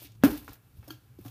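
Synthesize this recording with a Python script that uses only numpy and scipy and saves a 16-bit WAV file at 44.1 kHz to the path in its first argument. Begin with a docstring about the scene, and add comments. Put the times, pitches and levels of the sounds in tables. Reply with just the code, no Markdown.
"""A part-filled plastic bottle is flipped in a carpeted room, lands with a hard hollow knock on a book,
bounces, topples with taps of its cap, and is picked up. Its wall rings near 300 Hz as decaying sines that
the water smothers; damped modes make the plastic tick, and dense grains in three bands make it rattle
and the water slosh. Low sines thud, filtered noise rumbles, feedback delays give the room, and
a low hum wavers under it all in faint noise."""
import sys
import numpy as np
from scipy import signal
from scipy.io import wavfile

SR = 44100
rng = np.random.default_rng(int(sys.argv[2]) if len(sys.argv) > 2 else 0)


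def inscribe(sig):
    """Save sig as 16-bit PCM at rate SR to the path in sys.argv[1].

    A 1-D sig is mono; a 2-D sig holds one channel per row.
    Samples are clipped to [-1, 1] before scaling.
    """
    pcm = np.round(np.clip(np.atleast_2d(sig).T, -1, 1) * 32767)
    wavfile.write(sys.argv[1], SR, pcm.astype(np.int16))


N = 57330   # samples, 1.3 s

# Modes of the bottle's plastic. Each row: frequency in Hz, relative level in dB, 60 dB decay time in seconds.
PLASTIC_MODES = [(426, 3, .08), (496, -6.5, 0.018), (598, -5.5, 0.042), (740, -7, 0.14), (796, -6.5, 0.11),
                 (1036, -6, 0.066), (1240, -14.5, 0.069), (1370, -2.5, 0.025), (1606, -4, 0.02),
                 (1650, -16.5, .04), (2250, -5, .03), (2580, -7, 0.043), (3310, -10.5, 0.014),
                 (4620, -28, 0.0257), (5450, -9.5, 0.017), (6600, -12.5, 0.025), (8150, -5, 0.024),
                 (12000, -13.5, .01), (13150, -6.5, .01), (14000, -7.5, .01)]


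def from_db(db):
    """Level to amplitude: 20 dB is a factor of ten."""
    return 10 ** (np.asarray(db) / 20)


def rms_one(x):
    """Normalization: scale to a root mean square of 1."""
    return x / np.sqrt(np.mean(x ** 2) + 1e-20)


def band(x, low_hz, high_hz):
    """Band limitation: Butterworth band-pass, then rms 1."""
    sos = signal.butter(2, [low_hz, high_hz], "band", fs=SR, output="sos")
    return rms_one(signal.sosfilt(sos, x))


def resonate(x, hz, width_hz):
    """Resonance: a pole pair whose radius sets the bandwidth, with a gain of about 1 at its peak."""
    r = np.exp(-np.pi * width_hz / SR)
    zeros = np.array([1, 0, -1]) * (1 - r * r) / 2
    poles = [1, -2 * r * np.cos(2 * np.pi * hz / SR), r * r]
    return signal.lfilter(zeros, poles, x)


def since(s):
    """Elapsed time: seconds after s, zero before."""
    return np.maximum(np.arange(N) / SR - s, 0)


def level_curve(s, db):
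    """Slow level change: amplitude from breakpoints joined by straight lines in dB."""
    return from_db(np.interp(np.arange(N) / SR, s, db))


def dying(t, t60, rise_s):
    """Damped response: quick rise, then exponential decay by 60 dB in t60 seconds."""
    return (1 - np.exp(-t / rise_s)) * from_db(-60 * t / t60)


def sine(hz, t):
    """Simple harmonic motion, starting from zero."""
    return np.sin(2 * np.pi * hz * t)


def wall():
    """Hollow ring: pitch climbs as the dented wall springs back, and water damps it."""
    # Rings of the wall. Each row: start in seconds, level in dB before rise and decay, settled pitch in Hz,
    # 60 dB decay time in seconds, time from start until the water smothers it in seconds.
    ring_table = [(.018, -53, 328, 0.17, .03), (.047, -48, 292.4, 0.14, 0.051),
                  (0.237, -6, 300.8, 0.16, .0315), (0.271, -28, 237.3, .4, .045),
                  (.273, -30.5, 399.6, .3, 0.0357), (.292, -35, 324, 0.2, 0.021),
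                  (0.3204, -26, 297.7, 0.25, 0.054), (0.401, -49.5, 299, 0.66, 0.048),
                  (0.488, -43, 290, 0.24, 0.017), (0.879, -46, 300, 0.3, 0.03),
                  (0.904, -36.5, 316, .15, 0.048), (1.1885, -33.5, 331, 0.034, 0.0099),
                  (1.254, -35.5, 283, 0.077, 0.023)]
    squash_share, full_blow_db = 0.27, -4.5   # a blow at this level starts flat by this share of its pitch
    spring_back_s, smother_s = 0.011, 0.00085
    out = np.zeros(N)
    for s, db, hz, t60, held in ring_table:
        t = since(s)
        squash = squash_share * from_db(db - full_blow_db)
        # time lag of the phase, the integral of the dying pitch drop
        dent = squash * spring_back_s * (1 - np.exp(-t / spring_back_s))
        smother = np.exp(-np.maximum(t - held, 0) / smother_s)
        out += from_db(db) * dying(t, t60, 0.00074) * smother * sine(hz, t - dent)
    return out


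def slaps():
    """Impulsive onset: heavily damped sines; the bright ones pull first, the dull ones push."""
    # Flat slaps that open a blow. Each row: start in seconds, level in dB before decay,
    # frequency in Hz, 60 dB decay time in seconds.
    slap_table = [(.2363, -12.5, 1527, 0.0073), (.2376, -11.5, 552, 0.016), (0.4796, -29, 1350, 0.0058)]
    out = np.zeros(N)
    for s, db, hz, t60 in slap_table:
        t = since(s)
        push = -np.sign(hz - 1000)
        out += push * from_db(db - 60 * t / t60) * sine(hz, t)
    return out


def grains():
    """Random point process: 7000 clicks per second on average, of uneven size and either sign."""
    drops_per_s, drop_spread_db = 7000, 3.0
    sizes = from_db(drop_spread_db * np.minimum(rng.exponential(1, N), 5)) * rng.choice([-1, 1], N)
    return sizes * (rng.random(N) < drops_per_s / SR)


def shaken_plastic(rings_db, widens):
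    """Forced vibration: bare grains plus grains through the plastic's modes, broadened by widens."""
    shaken = grains()
    rung = np.zeros(N)
    for hz, db, t60 in PLASTIC_MODES:
        width_hz = widens * np.log(1000) / np.pi / t60   # shorter decay, wider resonance
        rung += from_db(db) * rms_one(resonate(shaken, hz, width_hz))
    return rms_one(grains()) + from_db(rings_db) * rms_one(rung)


def contacts():
    """Modal excitation: each contact knocks the modes near its centre and leaves a dying rattle."""
    # Contacts of plastic. Each row: start in seconds, relative knock level in dB, knock centre in Hz,
    # knock spread in octaves, low, middle and high rattle level in dB before rise and decay,
    # 60 dB decay time of the rattle in seconds.
    contact_table = [(.020, -37.5, 600, 0.2, -62, -83, -81, 0.18),
                     (.119, -68, 3500, 1.0, -73, -62.5, -65, 0.058),
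                     (.150, -56, 6500, 0.65, -62, -63.5, -72, 0.047),
                     (.2285, -23, 3390, 0.16, -71, -74, -83, 0.033),
                     (.2364, -14, 1503, 1.64, -46, -30.5, -30.5, 0.11),
                     (.243, -36, 700, 0.34, -34.5, -55, -39.5, 0.22),
                     (0.246, -25, 1400, 0.33, -51.5, -49, -51.5, 0.033),
                     (.263, -21, 1400, .15, -54.5, -50, -50, 0.044),
                     (.277, -31, 1400, .15, -61, -48.5, -57.5, .04),
                     (.305, -34, 12000, 1, -42, -51, -46, 0.065),
                     (.311, -60, 3500, 0.35, -55, -46, -46, 0.055),
                     (.330, -54, 12500, .4, -50, -53, -47, .04),
                     (0.3757, -44, 3400, 0.23, -75, -45.5, -41, 0.03),
                     (.445, -42.5, 8100, .4, -97, -61, -55, .04),
                     (0.481, -41.5, 1550, 0.17, -62, -52, -52.5, 0.042),
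                     (0.4832, -29.5, 1590, 0.49, -44.5, -70, -61, .06),
                     (.4925, -36, 5360, .25, -64, -52, -73.5, 0.04),
                     (.517, -54.5, 4450, 0.17, -55, -93, -73, 0.11),
                     (0.504, -62, 5400, 0.34, -78, -73, -67, 0.046),
                     (0.532, -27, 13500, 0.26, -71.5, -52, -53, .08),
                     (.768, -75, 13500, 0.36, -72.5, -70, -64.5, 0.23),
                     (.829, -45, 1800, 0.88, -62.5, -89, -85, 0.25),
                     (.842, -43, 2700, 0.53, -82, -70, -66, 0.13),
                     (.877, -27, 600, 0.1, -66, -76, -55, 0.055),
                     (.8845, -30, 657, 0.14, -56.5, -67, -66, 0.078),
                     (.8805, -25.5, 6000, 0.22, -65, -58, -58, 0.058),
                     (0.905, -74, 2500, 1.3, -65.5, -51.5, -50, .15),
                     (1.187, -48, 453, 0.4, -71, -65.5, -65, 0.18),
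                     (1.212, -50.5, 2660, 0.57, -75, -72, -59.5, 0.039),
                     (1.249, -41, 863, 0.54, -56, -58.5, -58, 0.18),
                     (1.261, -42.5, 875, 0.77, -56, -58, -60, 0.081),
                     (1.281, -46, 4500, 0.62, -65, -49, -52, 0.035)]
    out = np.zeros(N)
    luck = rng.normal(0, 1.5, (len(contact_table), len(PLASTIC_MODES)))   # level scatter, dB
    rattle = shaken_plastic(rings_db=-2, widens=8.7)
    registers = band(rattle, 350, 1890), band(rattle, 2500, 7700), band(rattle, 9600, 18800)
    for (s, db, centre_hz, spread, low_db, mid_db, high_db, t60), chance in zip(contact_table, luck):
        t = since(s)
        for (hz, mode_db, mode_t60), c in zip(PLASTIC_MODES, chance):
            octaves = np.log2(hz / centre_hz)
            share = np.exp(-(octaves / spread) ** 2 / 2)
            sign = -np.sign(np.cos(3 * octaves))   # polarity alternates away from the centre
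            knock = from_db(db + mode_db - 12.5 + c - 60 * t / mode_t60) * sine(hz, t)
            out += sign * share * knock
        out += dying(t, t60, 0.00017) * (from_db([low_db, mid_db, high_db]) @ registers)
    return out


def cap():
    """Modal impact: quick taps ring the cap's modes, which shiver on roughly after the last tap."""
    # Taps of the hard cap. Each row: start in seconds, level in dB to which each mode's level is added.
    tap_table = [(0.901, -52.5), (.9040, -52.5), (0.906, -39.5)]
    # Modes of the cap. Each row: frequency in Hz, relative level in dB, 60 dB decay time of a tap in seconds.
    cap_modes = [(1380, -1, .03), (1630, -2, .035), (3210, -2, .03), (4450, -3, .025), (6290, -7, .02),
                 (11700, -10, .015), (12900, -8, .018)]
    buzz_db, buzz_t60_s = -55, 0.16
    luck = rng.normal(0, 1.5, (len(tap_table), len(cap_modes)))   # level scatter, dB
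    taps = np.zeros(N)
    for (s, db), chance in zip(tap_table, luck):
        t = since(s)
        for (hz, mode_db, t60), c in zip(cap_modes, chance):
            taps += from_db(db + mode_db + c - 60 * t / t60) * sine(hz, t)
    shaken = grains()
    buzz = np.zeros(N)
    for hz, mode_db, _ in cap_modes:
        width_hz = 230 * hz / 3000   # the same relative bandwidth for every mode
        buzz += from_db(mode_db) * resonate(shaken, hz, width_hz)
    last_tap_s = tap_table[-1][0]
    return taps + from_db(buzz_db) * dying(since(last_tap_s), buzz_t60_s, 0.0013) * rms_one(buzz)


def slosh():
    """Granular excitation: water running inside, as fine grains that also shake the plastic's modes."""
    # Water sloshing. Each row: time in seconds, low, middle and high register level in dB.
    slosh_table = [(0, -60, -55.5, -56), (0.031, -65, -57, -49.5), (0.057, -65, -53, -54),
                   (.095, -68, -65.5, -72), (0.192, -85, -81.5, -102), (0.233, -55, -104, -102),
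                   (.246, -31, -57, -52), (.29, -45.5, -53, -50), (.372, -52, -55, -53.5),
                   (.395, -67, -54.5, -51), (.42, -58.5, -66, -59.5), (.47, -68, -64, -61.5),
                   (.52, -67.5, -59.5, -62), (.55, -63, -77, -62), (0.598, -73.5, -87.5, -79),
                   (.9, -74, -68.5, -75), (.925, -65, -63.5, -79), (0.991, -72.5, -75.5, -78),
                   (1.17, -73.5, -87, -89), (1.245, -67.5, -68, -61.5), (1.3, -67, -64, -62)]
    s, *levels = np.transpose(slosh_table)
    water = shaken_plastic(rings_db=-5, widens=1.5)
    registers_hz = (450, 2900), (2000, 5300), (10500, 21000)
    out = np.zeros(N)
    for db, (low_hz, high_hz) in zip(levels, registers_hz):
        out += level_curve(s, db) * band(water, low_hz, high_hz)
    return out


def thuds():
    """Damped oscillation: low swings of the floor, soon stopped."""
    # Dull thuds through the floor. 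Each row: start in seconds, level in dB before rise and decay,
    # frequency in Hz, 60 dB decay time in seconds, time from start until it is stopped in seconds.
    thud_table = [(0.24, -38.5, 174, 0.04, .1), (0.239, -24.5, 114.3, .2, .1), (0.308, -38.5, 91, 0.28, .1),
                  (0.499, -37.5, 59.3, 0.14, 0.082), (.783, -34.5, 82.3, 0.43, 0.0167),
                  (1.198, -39, 185, 0.058, 0.037), (1.255, -34.5, 118, 0.13, .05)]
    out = np.zeros(N)
    for s, db, hz, t60, held in thud_table:
        t = since(s)
        stop = np.exp(-since(s + held) / 0.0033)
        out += from_db(db) * dying(t, t60, .003) * stop * sine(hz, t)
    return out


def rumble():
    """Low-frequency random vibration: noise around 40 to 95 Hz that swells with movement."""
    # Bodies moving on the floor. Each row: time in seconds, level in dB.
    rumble_table = [(0.0, -78), (0.046, -56.5), (0.206, -52), (0.252, -31.5), (0.484, -56.5), (0.51, -45.5),
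                    (0.592, -78), (0.662, -64), (0.748, -55), (0.788, -47.5), (0.954, -62), (1.194, -52),
                    (1.22, -49), (1.3, -79)]
    s, db = np.transpose(rumble_table)
    low_noise = band(rng.standard_normal(N + SR), 40, 95)[-N:]   # the filter settles first
    return level_curve(s, db) * low_noise


def room(x):
    """Reverberation: twelve feedback delays, each duller and weaker on every round."""
    t60_s, wall_cut_hz = 0.36, 5000
    out = np.zeros(N)
    dull = np.exp(-2 * np.pi * wall_cut_hz / SR)
    lags = (np.geomspace(.011, .041, 12) * SR).astype(int)   # seconds to samples
    for k, lag in enumerate(lags):
        loop = x.copy()
        gain = from_db(-60 * lag / SR / t60_s)
        state = [0.]
        for i in range(lag, N, lag):
            last_round = loop[i - lag:i]
            back, state = signal.lfilter([gain * (1 - dull)], [1, -dull], last_round, zi=state)
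            loop[i:i + lag] += back[:N - i]
        out += (loop - x) * (-1) ** k
    return out


def air():
    """Stationary noise: half-octave bands of room noise, and a hum wavering as narrow-band noise."""
    # Spectrum of the room noise. Each row: frequency in Hz, relative level in dB per Hz.
    air_table = [(82, -26), (140, -14.5), (233, -11), (444, -18.5), (540, -29.5), (952, -25.5),
                 (1380, -26.5), (1710, -37.5), (2210, -29), (4550, -37.5), (15000, -32)]
    # Level of the hum. Each row: time in seconds, level in dB.
    hum_table = [(0.0, -56), (0.212, -56.5), (0.56, -61.5), (0.648, -56.5), (1.118, -54), (1.3, -48)]
    air_db, hum_hz, hum_width_hz = -69, 116.2, 12
    edges = 140 * 2 ** np.arange(0, 7.1, .5)
    white = rng.standard_normal((3, N + SR // 2))   # the first half second lets the filters settle
    hz, db = np.transpose(air_table)
    noise = 0
    for k, (low_hz, high_hz) in enumerate(zip(edges, edges[1:])):
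        density_db = np.interp(np.log(low_hz * high_hz) / 2, np.log(hz), db)
        # neighbouring bands use separate noises
        noise = noise + from_db(density_db) * np.sqrt(high_hz - low_hz) * band(white[k % 2], low_hz, high_hz)
    hum = resonate(resonate(white[2], hum_hz, hum_width_hz), hum_hz, 2 * hum_width_hz)
    hum_level = level_curve(*np.transpose(hum_table))
    return from_db(air_db) * rms_one(noise[-N:]) + hum_level * rms_one(hum[-N:])


def scene():
    """Superposition: bottle, its reverberation, water, floor and room noise add up."""
    room_db, wall_in_room_db = -21.5, -5
    ring = wall()
    knocks = contacts() + slaps() + cap() + 1e-18   # an inaudible offset
    echoes = from_db(room_db) * room(knocks + from_db(wall_in_room_db) * ring)
    mix = ring + knocks + echoes + thuds() + slosh() + rumble() + air()
    return mix[None]


def record(dry):
    """Transducer response: the microphone lifts the top treble, drops the deep bass and cuts the top."""
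    peak_hz, peak_width_hz, peak_db = 13500, 5300, 3.5
    low_cut_hz, cutoff_hz = 79, 15350
    bright = dry + (from_db(peak_db) - 1) * resonate(dry, peak_hz, peak_width_hz)
    low_cut = signal.butter(2, low_cut_hz, "high", fs=SR, output="sos")
    top_cut = signal.ellip(10, .5, 70, cutoff_hz, fs=SR, output="sos")
    return signal.sosfilt(top_cut, signal.sosfilt(low_cut, bright))


dry = scene()
out = record(dry)
inscribe(out)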